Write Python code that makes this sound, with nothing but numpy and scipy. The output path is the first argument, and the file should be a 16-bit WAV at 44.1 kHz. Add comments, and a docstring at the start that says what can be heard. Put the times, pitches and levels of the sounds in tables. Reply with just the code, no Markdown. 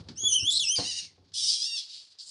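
"""A rabbit screaming in its enclosure

A whistling squeal glides around 3 kHz and breaks into a lower rasp, made of uneven voice pulses and air.
A second rasping cry follows and trails off in hoarse hisses. The close wood and glass walls echo the
cries, while the struggling rabbit thumps the boards and scuffs the bedding."""
import sys
import numpy as np
from scipy import signal
from scipy.fft import rfft, irfft
from scipy.io import wavfile
from scipy.ndimage import uniform_filter1d

SR = 44100
rng = np.random.default_rng(int(sys.argv[2]) if len(sys.argv) > 2 else 0)


def waveform_to_disk(signal):
    """Save audio, clipped to [-1, 1], as 16-bit WAV at the path in sys.argv[1]."""
    frames = np.transpose(np.atleast_2d(signal))
    scaled = np.clip(frames, -1, 1) * 32767
    samples = np.round(scaled).astype(np.int16)
    wavfile.write(sys.argv[1], SR, samples)


N = 101429
T = np.arange(N) / SR

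# The squeal's tune. Each row: time in seconds, pitch in Hz.
SQUEAL_PITCH = [(.16, 2620), (.178, 3057), (.208, 3260), (.272, 3424), (.293, 3104), (.318, 3052),
                (.324, 2886), (.337, 2928), (.348, 3168), (.39, 2894), (.398, 2666), (.425, 2762),
                (.484, 3470), (.503, 3504), (.512, 3822), (.56, 4006), (.595, 4020), (.598, 3480),
                (.62, 3310), (.645, 2692), (.67, 2605), (.725, 3161), (.78, 3096)]
# The squeal's strength. Each row: time in seconds, then relative levels in dB near 3, 6 and 9 kHz.
SQUEAL_LEVELS = [(.157, -71, -55, -65), (.178, -54, -36, -57), (.228, -35.5, -34, -53.5),
                 (.27, -20, -22, -41), (.296, -38.5, -31, -38.5), (.335, -29, -18, -32.5),
                 (.364, -17, -37, -34), (.402, -41, -30.5, -57), (.445, -34, -36.5, -44),
                 (.492, -16, -38, -47), (.515, -32, -48, -29), (.575, -20.5, -31, -35.5),
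                 (.59, -36, -43, -45), (.6, -20, -33, -42.5), (.625, -30.5, -34, -41.5),
                 (.69, -35.5, -23, -40), (.748, -24, -36.5, -36.5), (.762, -37, -33, -46)]
# Where those three bands blend, in Hz: low to middle (from, to), then middle to high (from, to).
BAND_EDGES_HZ = [4200, 5180, 6750, 7200]
# How rough the squeal is. Each row: time in seconds, roughness from 0 to 1.
SQUEAL_ROUGHNESS = [(.22, 0.28), (.27, 0), (.295, 0.23), (.335, 0.35), (.37, 0.05), (.45, 0.2), (.495, 0),
                    (.507, 0.74), (.575, 0.52), (.595, 0.8), (.61, 0.11), (.7, 0.29), (.75, 0.06)]
# The voice in each rasp. Each row: time in seconds, pitch in Hz, roughness from 0 to 1.
RASP1_VOICE = [(.755, 1206, 0.505), (0.799, 1047, 0.8), (0.83, 1077, 0.71), (.855, 912, .6),
               (0.878, 999.6, 0.32), (.903, 989.5, 0.39), (.925, 911.3, 0.53), (0.95, 1000, 0.53),
               (0.963, 948.5, 0.7), (0.983, 973, 0.32), (1.007, 904, 1), (1.04, 900, 0.85)]
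RASP2_VOICE = [(1.369, 837.5, 0.74), (1.43, 759.3, 0.52), (1.466, 714.4, 0.59), (1.51, 819.8, 0.77),
               (1.559, 808, .8), (1.612, 802.7, 0.47), (1.645, 874.4, 0.51), (1.681, 945.7, 0.31),
               (1.709, 918.8, .17), (1.75, 924.7, 0.089), (1.766, 882, 0.34), (1.777, 844, 0.66),
               (1.83, 824, 0.78)]
# How the rasps, the hisses and their treble swell. Each row: time in seconds, relative level in dB.
RASP1_LEVEL = [(.748, -63), (.758, -29.5), (.838, -32.5), (.872, -28.5), (.956, -35), (.988, -29),
               (1.005, -37), (1.055, -41.5), (1.11, -75)]
RASP2_LEVEL = [(1.332, -72), (1.34, -39.5), (1.366, -33.5), (1.46, -29), (1.498, -28), (1.53, -28),
               (1.58, -33.5), (1.642, -30.5), (1.7, -34.5), (1.75, -30.5), (1.792, -31.5), (1.81, -54),
               (1.87, -72)]
HISS1_LEVEL = [(1.8, -32), (1.84, -39.5), (1.87, -45.5), (1.91, -38.5), (1.948, -37.5), (2.02, -45),
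               (2.094, -57), (2.124, -49.5), (2.158, -93)]
HISS2_LEVEL = [(2.183, -88), (2.186, -46.5), (2.208, -42.5), (2.25, -54), (2.3, -45.5)]
TREBLE_LEVEL = [(1, 4.5), (1.1, -9), (1.35, 7.5), (1.48, 4), (1.8, -5), (2.13, 0.5), (2.19, -8.5),
                (2.25, 8)]
# The tone of the squeal's air and of the throat. Each row: frequency in Hz, relative level in dB.
AIR_TONE = [(2600, -26), (3400, 3.5), (5400, 4.5), (6500, -11.5), (10000, -20)]
RASP1_THROAT = [(1300, -25), (1900, -16.5), (2400, -9), (2850, 0.5), (3300, -8.5), (4200, 4.5), (4900, 4),
                (6600, -3.5), (7500, -18.5), (9000, -11), (10500, -28)]
RASP2_THROAT = [(900, -36.5), (1400, -46), (1850, -35), (2300, -31), (2800, -17), (3400, -3.5),
                (4200, -6.5), (4900, 0), (5650, -1.5), (6900, -18), (8700, -15.5), (10500, -25.5)]
HISS1_THROAT = [(1400, -50), (2800, -20), (4700, -5), (6300, -21.5), (7200, -20.5), (10500, -32.5)]
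HISS2_THROAT = [(2300, -40), (3000, -20.5), (4800, -1), (6200, -17.5), (7700, -14.5), (10500, -31)]
# Brief whistles in the rasps. Each row: start and length in seconds, first and last pitch in Hz,
# relative level in dB, roughness from 0 to 1.
YELPS = [(0.752, 0.038, 4806, 4640, -26.5, 0.36), (0.785, 0.027, 4510, 4120, -32, 0.56),
         (1.027, 0.096, 2305, 2045, -68, .5), (1.346, 0.033, 2880, 3260, -43, .3),
         (1.373, 0.045, 3500, 3555, -34.5, 0.2), (1.43, 0.043, 5630, 5710, -32, 0.43),
         (1.472, 0.053, 4926, 4790, -25.5, 0.6), (1.615, .042, 4680, 5370, -32.5, 0.27)]
# Kicks on the boards. Each row: start in seconds, boom, knock and scuff levels in dB,
# seconds for the knock and scuff to fade by 60 dB.
KICKS = [(0.086, -50, -42.5, -69, 0.26), (0.23, -44.5, -41, -58, 0.14), (.31, -58.5, -72.5, -60.5, 0.34),
         (0.424, -27.5, -45, -88, 0.2), (0.561, -45.5, -63.5, -68, 0.15), (.782, -35.5, -35.5, -37.5, 0.24),
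         (1.175, -78, -59, -67.5, 0.11)]
# The notes the boards ring at. Each row: frequency in Hz, relative level in dB, seconds to fade by 60 dB.
BOARD_NOTES = [(97.1, -7.5, 0.3), (166.3, -17, 0.097), (286.9, -5.5, 0.2), (381, -8, 0.13),
               (497.6, 3.5, 0.21), (720, 0, 0.23), (835, -6.5, 0.22), (1064, -7, 0.2)]
# Sharp scratches in the bedding. Each row: start in seconds, level in dB, seconds to fade by 60 dB.
SCRATCHES = [(.086, -41.5, 0.098), (1.319, -58, 0.093)]
# Shifting on the floor and rustling in the bedding. Each row: time in seconds, relative level in dB.
SHUFFLE_LEVEL = [(0, -45.5), (.3, -50.5), (.7, -57), (1.17, -58), (1.48, -61), (1.65, -77), (2.3, -79)]
BEDDING_LEVEL = [(0, -60.5), (.07, -66.5), (.2, -59.5), (1.25, -70.5), (2.3, -68.5)]
# The tone of each noise of the struggle. Each row: frequency in Hz, relative level in dB.
KNOCK_TONE = [(50, -17), (120, 2.5), (230, 4.5), (330, 4), (450, -17), (700, -27.5), (1500, -18),
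              (4000, -58.5)]
SCUFF_TONE = [(200, -20.5), (450, 7.5), (800, 5.5), (1200, -2), (2000, -3), (5000, -21.5), (10000, -55.5)]
SHUFFLE_TONE = [(30, -20), (70, -0.5), (105, -2), (145, -4.5), (290, -9.5), (1200, -27.5), (4000, -46.5)]
BEDDING_TONE = [(300, -4), (2500, -4.5), (4700, 7), (6500, -7.5), (10000, -25)]
# Echoes off the walls. Each row: delay in seconds, level in dB compared with the direct sound.
WALL_ECHOES = [(.0013, -24), (.0029, -16.5), (.0047, -10), (.0071, -5)]

WOBBLE_HZ, FLUTTER_HZ = 70.46, 161  # how fast the pitch wobbles and the loudness flutters
THROAT_LOW_HZ = 1210  # the throat's sound falls away below this


def squeal(gain_db=-2, air_db=0.5, end_s=0.758, release_s=0.013, shimmer_hz=284):
    """A whistle with three harmonics, shaken in pitch and strength and joined by air as it turns rough."""
    rough, hz = curve(SQUEAL_ROUGHNESS), curve(SQUEAL_PITCH)
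    phase = whistle_phase(hz, rough)
    gate = (T >= SQUEAL_LEVELS[0][0]) * (T < end_s) + decay(end_s, release_s)
    low, mid, high = (undb(curve(SQUEAL_LEVELS, column=k)) for k in range(1, 4))
    whistle = 0
    for k in range(1, 4):
        past_low = np.interp(k * hz, BAND_EDGES_HZ[:2], [0, 1])
        past_mid = np.interp(k * hz, BAND_EDGES_HZ[2:], [0, 1])
        gain = low * (1 - past_low) + mid * (past_low - past_mid) + high * past_mid
        shake = k * 0.2 * rough  # higher harmonics flutter most
        shimmer = 1 + shake * np.tanh(wander(shimmer_hz))
        whistle += gain * np.sqrt(2 / (1 + shake ** 2 / 2)) * np.sin(k * phase) * shimmer
    air = noise(AIR_TONE, low_hz=2560) * low * rough ** 2
    return (undb(gain_db) * whistle + undb(air_db) * air) * gate


def whistle_phase(hz, rough, jitter_hz=368):
    """The phase of a whistle whose pitch always wobbles a little, and jolts and jitters when rough."""
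    wobble = (0.0088 + 0.03 * rough) * wander(WOBBLE_HZ)
    jitter = 0.05 * rough * wander(jitter_hz)
    return 2 * np.pi * np.cumsum(hz * (1 + wobble + jitter)) / SR


def rasp(level, voice, throat, gain_db, flutter_db=4, jitter_hz=260.8, clear_db=13.5):
    """Uneven pulses and puffs of air ring the throat; the rougher the voice, the more air."""
    rough = np.clip(curve(voice, column=2), 0, 1)
    wobble = 0.022 * rough * wander(WOBBLE_HZ)
    jitter = 0.028 * rough ** 1.505 * wander(jitter_hz)  # steadies quickly as roughness falls
    phase = 2 * np.pi * np.cumsum(curve(voice) * (1 + wobble + jitter)) / SR
    clearness = np.clip(1 - rough / 0.46, 0, 1)
    third = undb(clear_db) * clearness * np.cos(3 * phase) / 2  # this harmonic stands out when clear
    pulses = sum(np.cos(k * phase) for k in range(1, 14)) + third
    puffs = rng.standard_normal(N) * (1 + 0.8 * np.cos(phase))
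    air_share = rough ** 0.89
    voiced = np.sqrt(1 - air_share ** 2) * colour(pulses, throat, THROAT_LOW_HZ)
    air = air_share * colour(puffs, throat, THROAT_LOW_HZ)
    flutter = undb(flutter_db * rough * np.tanh(wander(FLUTTER_HZ)))
    return unit((voiced + air) * flutter) * envelope(level) * undb(gain_db)


def yelps(fade_s=0.011):
    """The whistle breaks through the rasp in short glides."""
    out = 0
    for start, length, first_hz, last_hz, db, rough in YELPS:
        hz = np.interp(T, [start, start + length], [first_hz, last_hz])
        gate = np.clip(np.minimum(T - start, start + length - T) / fade_s, 0, 1)
        out += np.sqrt(2) * undb(db) * gate * np.sin(whistle_phase(hz, rough))
    return out


def hiss(level, throat, gain_db, flutter_db):
    """The voice fails and only fluttering air sounds in the throat."""
    air = rng.standard_normal(N) * undb(flutter_db * wander(FLUTTER_HZ))
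    return colour(air, throat, THROAT_LOW_HZ) * envelope(level) * undb(gain_db)


def swell_treble(x, above_hz=6450):
    """The treble of the rasps and hisses swells and fades."""
    treble = signal.sosfiltfilt(signal.butter(4, above_hz, "high", fs=SR, output="sos"), x)
    return x + (undb(curve(TREBLE_LEVEL)) - 1) * treble


def kicks(boom_hz=99, boom_fade_s=0.063, push_s=0.0028, hard_hz=400):
    """Each kick booms the floor, knocks and rings the boards and scuffs the bedding."""
    out, knock, scuff = 0, noise(KNOCK_TONE), noise(SCUFF_TONE)
    for start, boom_db, knock_db, scuff_db, fade_s in KICKS:
        age = np.maximum(T - start, 0)
        boom = undb(boom_db) * np.sin(2 * np.pi * boom_hz * age) * decay(start, boom_fade_s)
        ring = 0
        for hz, db, ring_s in BOARD_NOTES:
            hit_db = scuff_db if hz > hard_hz else knock_db  # high notes need a hard, scuffing kick
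            ring += undb(db + hit_db) * np.sin(2 * np.pi * hz * age) * decay(start, ring_s)
        crunch = (undb(knock_db) * knock + undb(scuff_db) * scuff) * decay(start, fade_s)
        out += (boom + ring + crunch) * (1 - np.exp(-age / push_s))
    return out


def shuffle(gain_db=-11.5, ring_db=2.5, width_hz=14, patchy_db=3.0):
    """The body shifts on the boards, which rumble and hum at their own notes."""
    rub = rng.standard_normal(N)
    ring = sum(signal.lfilter(*signal.iirpeak(hz, hz / width_hz, fs=SR), rub) for hz, _, _ in BOARD_NOTES)
    boards = noise(SHUFFLE_TONE) + undb(ring_db) * colour(ring, SHUFFLE_TONE)
    return boards * undb(curve(SHUFFLE_LEVEL) + gain_db + patchy_db * wander(hz=12))


def bedding(patchy_db=3.0):
    """The bedding rustles unevenly under the body, with two sharp scratches."""
    rustle = noise(BEDDING_TONE) * undb(curve(BEDDING_LEVEL) + patchy_db * wander(hz=33))
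    scratches = sum(undb(db) * decay(start, fade_s) for start, db, fade_s in SCRATCHES)
    return rustle + noise(BEDDING_TONE) * scratches


def enclosure(x, tail_db=-4, tail_fade_s=0.22, gain_db=-2):
    """The close walls add a few quick echoes and a short, dense tail."""
    response = rng.standard_normal(N) * decay(0.0021, tail_fade_s)
    response *= undb(tail_db) / np.sqrt(np.sum(response ** 2))
    response[0] += 1  # the direct sound
    for delay, db in WALL_ECHOES:
        response[int(delay * SR)] += undb(db)
    return signal.fftconvolve(x, response)[:N] * undb(gain_db)


def undb(db):
    """Turn decibels into a gain to multiply by."""
    return 10 ** (np.asarray(db) / 20)


def unit(x):
    """Scale to an average strength (rms) of 1."""
    return x / np.sqrt(np.mean(x ** 2) + 1e-30)


def curve(rows, column=1):
    """One column of a table, joined by straight lines in time."""
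    rows = np.array(rows, float)
    return np.interp(T, rows[:, 0], rows[:, column])


def envelope(rows):
    """Gain from a dB curve, silent outside it."""
    inside = (T >= rows[0][0]) & (T <= rows[-1][0] + .01)
    return undb(curve(rows)) * uniform_filter1d(inside * 1., size=128)


def wander(hz):
    """A smooth random wiggle of strength 1, with speeds up to about hz."""
    f = np.arange(N // 2 + 1) * SR / N
    return unit(irfft(rfft(rng.standard_normal(N)) / np.sqrt(1 + (f / hz) ** 8), N))


def colour(x, tone, low_hz=20):
    """Shape a sound by a tone table, thin it below low_hz and scale it to strength 1."""
    f = np.arange(N // 2 + 1) * SR / N + 1
    hz, db = np.array(tone, float).T
    gain = undb(np.interp(np.log(f), np.log(hz), db)) / np.hypot(1, (low_hz / f) ** 2)
    return unit(irfft(rfft(x) * gain, N))


def noise(tone, low_hz=20):
    """Noise of strength 1, shaped by a tone table."""
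    return colour(rng.standard_normal(N), tone, low_hz)


def decay(start, fade_s):
    """A sudden start, then a fall of 60 dB every fade_s seconds."""
    return (T >= start) * np.exp(-np.log(1000) * np.maximum(T - start, 0) / fade_s)


def scene():
    """The echoing cries over the sounds of the struggle, in one channel."""
    rasps = rasp(RASP1_LEVEL, RASP1_VOICE, RASP1_THROAT, gain_db=-3.5)
    rasps += rasp(RASP2_LEVEL, RASP2_VOICE, RASP2_THROAT, gain_db=-0.18)
    hisses = hiss(HISS1_LEVEL, HISS1_THROAT, gain_db=-5.5, flutter_db=1.5)
    hisses += hiss(HISS2_LEVEL, HISS2_THROAT, gain_db=1.0, flutter_db=3.0)
    cries = squeal() + yelps() + swell_treble(rasps + hisses)
    return (enclosure(cries) + kicks() + shuffle() + bedding())[None]


def record(dry, low_cut_hz=54, top_hz=10550):
    """The recorder thins the deep bass and cuts the highest treble steeply."""
    thin = signal.sosfilt(signal.butter(4, low_cut_hz, "high", fs=SR, output="sos"), dry)
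    return signal.sosfilt(signal.ellip(12, .2, 80, top_hz, fs=SR, output="sos"), thin)


dry = scene()
out = record(dry)
waveform_to_disk(out)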